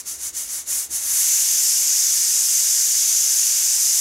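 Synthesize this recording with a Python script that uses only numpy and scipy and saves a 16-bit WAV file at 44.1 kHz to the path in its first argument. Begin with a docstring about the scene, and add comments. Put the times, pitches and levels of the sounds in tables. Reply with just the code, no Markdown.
"""A pressure cooker on a burner in a small kitchen, over a soft steady hush of shaped noise.
First the weight rocks on its vent: steam, made of noise in bands, escapes in quick puffs,
while faint uneven knocks on the pipe ring the pot, made of decaying tones.
Then the weight lifts, the knocking stops and the steam surges into a steady jet.
Short echoes from lid, stove and walls surround the steam and the knocks."""
import sys
import numpy as np
from scipy import signal
from scipy.fft import rfft, irfft
from scipy.io import wavfile
from scipy.ndimage import uniform_filter1d

SR = 44100
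rng = np.random.default_rng(int(sys.argv[2]) if len(sys.argv) > 2 else 0)


def boost_factor(decibels):
    """Convert a level in decibels to a linear amplitude factor."""
    exponent = np.asarray(decibels, float) / 20
    return 10 ** exponent


def log_audio(samples):
    """Write samples as a 16-bit WAV file to the path given in sys.argv[1]."""
    # one column per channel
    frames = np.atleast_2d(samples).T
    # limit to full scale, then quantise
    limited = np.clip(frames, -1, 1)
    pcm = np.round(limited * 32767).astype(np.int16)
    wavfile.write(sys.argv[1], SR, pcm)


N = 176576   # length in samples, about 4 s
HZ = np.fft.rfftfreq(N, 1 / SR) + 1e-3   # just above zero, so that logarithms work


def rms_one(x):
    """Scale a sound to an rms (average strength) of 1."""
    return x / np.sqrt(np.mean(x ** 2) + 1e-20)


def ramp(start_s, end_s):
    """A straight rise from 0 to 1 between two times, held before and after."""
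    return np.interp(np.arange(N) / SR, [start_s, end_s], [0, 1])


def swell(start_s, top_s, end_s, power):
    """A sine rise from 0 to 1 and a sine fall back, raised to a power."""
    position = np.interp(np.arange(N) / SR, [start_s, top_s, end_s], [0, 1, 0])
    return np.sin(np.pi / 2 * position) ** power


def at_hz(points, hz):
    """Read the second column of a table at any frequency, on a log-frequency axis."""
    table = np.array(points)
    return np.interp(np.log(hz), np.log(table[:, 0]), table[:, 1])


def drift(rate_hz):
    """Slow random wandering with spread 1: noise smoothed twice by a one-pole low-pass."""
    r = np.exp(-16 * np.pi * rate_hz / SR)   # made at an eighth of the sample rate
    noise = rng.standard_normal(N // 8 + 4002)
    slow = signal.lfilter([1], [1, -2 * r, r * r], noise)[4000:]   # skip the filter's start
    return np.interp(np.arange(N) / 8, np.arange(len(slow)), rms_one(slow))


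# How far the sound spreads sideways: (frequency [Hz], side relative to middle [dB])
SIDE_SPREAD = [(60, -26), (110, -20), (200, -13), (380, -7.5), (700, -10), (1290, -11), (2000, -16.5),
               (3000, -13.5), (4400, -16.5), (6000, -21.5), (8100, -12.5), (10500, -17.5), (12500, -29)]
# How the middle leans to one side: (frequency [Hz], left over right [dB])
LEFT_LEAN = [(2000, 0), (4700, .1), (6400, .9), (8200, -.2), (10000, -.9), (12500, 0)]


def wide_noise(colour_db):
    """Spectrum of left and right noise: a shared middle that leans by band, plus an unrelated side."""
    middle, side = rfft(rng.standard_normal((2, N))) * boost_factor(colour_db)
    lean = boost_factor(at_hz(LEFT_LEAN, HZ) / 2)
    side = side * boost_factor(at_hz(SIDE_SPREAD, HZ))
    return np.array([middle * lean + side, middle / lean - side])


# Colour of burner and kitchen: (frequency [Hz], relative level [dB per Hz])
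HUSH_COLOUR = [(24, -25), (40, -9), (206, 0), (568, -2.5), (746, -3), (2580, -12), (4560, -34),
               (6620, -13.5), (15000, -23)]


def hush():
    """The burner and the kitchen: a smooth steady floor of coloured noise."""
    level_db = -56.5
    return boost_factor(level_db) * rms_one(irfft(wide_noise(at_hz(HUSH_COLOUR, HZ)), N))


def echoes_nearby(x):
    """Dense fading echoes from lid, stove and walls, mostly alike on both sides."""
    t60_s = 0.1   # time to fade by 60 dB
    t = np.arange(int(.2 * SR)) / SR
    echoes = rng.standard_normal((2, len(t))) * boost_factor(-60 * t / t60_s) * (t > .002)
    left_right = echoes[0] + 0.12 * echoes[1] * [[1], [-1]]
    left_right = left_right / np.sqrt(np.sum(echoes[0] ** 2))
    return signal.fftconvolve(x, left_right, axes=1)[:, :N]


# Bouts of the weight rattling on the pipe, levels before softening:
# (strongest time [s], thud level [dB], ring level [dB])
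RATTLE_BOUTS = [(.125, -61, -61), (.195, -58, -67), (.25, -60, -63), (.35, -58, -66), (.48, -59, -66),
                (.71, -58, -62), (.765, -59, -60), (.915, -54, -57), (1.055, -57, -58), (1.115, -57, -60)]


def rattle_gain(column):
    """Bouts share one rise and fall above a faint steady chatter; all add in power."""
    rise_s, fall_s, rest_db = .04, .06, -63.0
    power = boost_factor(rest_db) ** 2
    for bout in RATTLE_BOUTS:
        top_s = bout[0]
        shape = swell(top_s - rise_s, top_s, top_s + fall_s, 0.86)
        power = power + (boost_factor(bout[column]) * shape) ** 2
    return np.sqrt(power)


# Tones at which the pot rings; the first two rows are the thud, the others the ring:
# (frequency [Hz], relative strike level [dB], time to fade by 60 dB [s])
POT_TONES = [(61.6, -9, 0.092), (80.4, 0, 0.043), (42, -12, .05), (120, -4, 0.033), (220, -2.5, .03),
             (325, 6, 0.036), (433, -3, 0.018)]


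def knocking():
    """Uneven soft knocks strike the pot, and each of its tones rings and dies away."""
    knocks_per_s = 70
    phase = np.cumsum(knocks_per_s * (1 + .2 * drift(15)) / SR)   # the pace wanders
    at = np.flatnonzero(np.diff(np.floor(phase)))
    knock_db = 1.5 * rng.standard_normal((len(at), 1))
    tone_db = 3.5 * rng.standard_normal((len(at), len(POT_TONES)))   # each knock excites tones unevenly
    size = boost_factor(knock_db + tone_db)
    tones = []
    for k, (hz, level_db, t60_s) in enumerate(POT_TONES):
        clicks = np.full(N, 1e-18)
        clicks[at] = size[:, k] * boost_factor(level_db)
        r, w = boost_factor(-60 / (t60_s * SR)), 2 * np.pi * hz / SR   # decay and turn per sample
        tones.append(signal.lfilter([0, np.sin(w)], [1, -2 * r * np.cos(w), r * r], clicks))
    thud = rms_one(sum(tones[:2])) * rattle_gain(column=1)
    ring = rms_one(sum(tones[2:])) * rattle_gain(column=2)
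    soft = signal.butter(2, [30, 900], "band", fs=SR, output="sos")   # a soft contact has no sharp edge
    seated = 1 - ramp(1.15, 1.19)   # no contact once the weight floats
    return seated * signal.sosfilt(soft, thud + ring)


# Each rock of the weight lets out a puff:
# (opening time [s], widest time [s], shutting time [s], peak level [dB])
STEAM_PUFFS = [(-.07, -0.023, 0.032, -25), (0.044, 0.089, .2, -26.5), (0.155, 0.266, 0.32, -26),
               (0.323, 0.379, 0.51, -25), (.44, 0.548, 0.66, -25), (0.65, 0.722, 0.838, -21.5),
               (.72, 0.796, 0.89, -23.5), (0.887, 0.95, 1.032, -22.5)]


def flow_db():
    """Level of the steam: seepage past the shut weight, puffs and opening jet add in power."""
    seep_db, jet_db = -44, -18
    puffs = sum((boost_factor(db) * swell(opens, widest, shuts, 1.53)) ** 2
                for opens, widest, shuts, db in STEAM_PUFFS)
    jet = boost_factor(jet_db) * np.sin(np.pi / 2 * ramp(0.94, 1.244))
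    return 10 * np.log10(boost_factor(seep_db) ** 2 + puffs + jet ** 2)


# Colour of steam past the seated weight: (frequency [Hz], relative level [dB per Hz])
LEAK_COLOUR = [(290, -47), (500, -28), (687, -23.5), (829, -27), (904, -24), (1140, -22.5), (2180, -17.5),
               (2520, -21.5), (4560, -15.5), (6930, -0.5), (8130, -8), (9950, -6.5), (15800, -22)]
# Colour of the open jet: (frequency [Hz], relative level [dB per Hz])
JET_COLOUR = [(40, -41), (150, -53), (350, -37.5), (700, -33), (1300, -28), (1700, -22.5), (3700, -18.5),
              (4250, -17), (4550, -11.5), (5300, -6), (6200, -1), (7000, -1.5), (8000, -7.5), (9300, -9),
              (11300, -9.5), (13300, -14), (15900, -25.5)]
# Faint whistles of vent and lid: (frequency [Hz], width [Hz], lift [dB])
STEAM_WHISTLES = [(686, 26, 7), (895, 50, 4), (2225, 45, 4), (2845, 60, 4), (3415, 40, 4), (3780, 60, 4),
                  (6200, 70, 3), (7010, 65, 3), (7620, 140, 2), (8135, 45, 4), (8260, 65, 3), (8590, 70, 3),
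                  (10150, 45, 3)]


def steam(eddy_db, patchy_db):
    """Turbulent hiss in third-octave bands; eddies shake all together, each also flickers alone."""
    level_db = flow_db()
    lift = ramp(1, 1.29)   # the weight rises from rocking to clear
    surge = swell(0.93, 1.38, 1.5, 1)   # the fresh jet surges, then settles
    airy = 1 - ramp(1.07, 1.67)   # the extra treble of the narrow gap fades
    # 3 dB of extra treble at a flow of -23 dB, following the flow up to 2.5 dB above that
    treble_db = airy * (3.0 + 0.3 * np.minimum(level_db + 23, 2.5))
    # less roar while the weight rocks, more in the surge; it swells less than the hiss
    roar_db = (1 - lift) * -2.5 + surge * 1.5 - 0.27 * (level_db + 20.0)
    shoulder_db = surge * -4.5
    core_db = -2.2 * np.sin(np.pi * lift)   # weakest while the weight is half way up

    whistle_db = sum(db / (1 + (2 * (HZ - hz) / width) ** 2) for hz, width, db in STEAM_WHISTLES)
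    noise = wide_noise(at_hz(JET_COLOUR, HZ) + whistle_db)
    eddies = drift(300) + 0.38 * drift(30)
    out = np.zeros((2, N))
    for hz in 20 * 2 ** (np.arange(30) / 3):
        # neighbouring bands cross-fade
        band = np.cos(np.pi * np.clip(3 * np.log2(HZ / hz) / 2, -.5, .5)) ** 2
        # the narrow gap colours the puffs
        leak_db = (1 - lift) * (at_hz(LEAK_COLOUR, hz) - at_hz(JET_COLOUR, hz))
        if hz < 4500:
            swell_db = roar_db
        elif hz < 5600:
            swell_db = shoulder_db
        elif hz < 7500:
            swell_db = core_db
        else:
            swell_db = treble_db * np.clip(np.log2(hz / 7500) / 0.64, 0, 1)
        shake_db = eddy_db * np.clip(hz / 9000, .3, 1.2) * eddies   # stronger in the treble
        flicker_db = patchy_db * drift(4.4)
        out += irfft(noise * band, N) * boost_factor(leak_db + swell_db + shake_db + flicker_db)
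    return rms_one(out) * uniform_filter1d(boost_factor(level_db), size=200)


def scene():
    """Steam and knocks with their echoes over the hush."""
    cooker = steam(eddy_db=0.5, patchy_db=0.74) + knocking()
    return cooker + boost_factor(-14.0) * echoes_nearby(cooker) + hush()


def top_cut(x):
    """Nothing passes above the cut-off."""
    return signal.sosfilt(signal.butter(12, 15960, fs=SR, output="sos"), x)


def record(dry):
    """A steep low-pass filter removes the very top of the treble."""
    cutoff_hz = 15770
    low_pass = signal.ellip(14, .5, 50, cutoff_hz, fs=SR, output="sos")
    mix = signal.sosfilt(low_pass, dry)
    return top_cut(mix)


dry = scene()
out = record(dry)
log_audio(out)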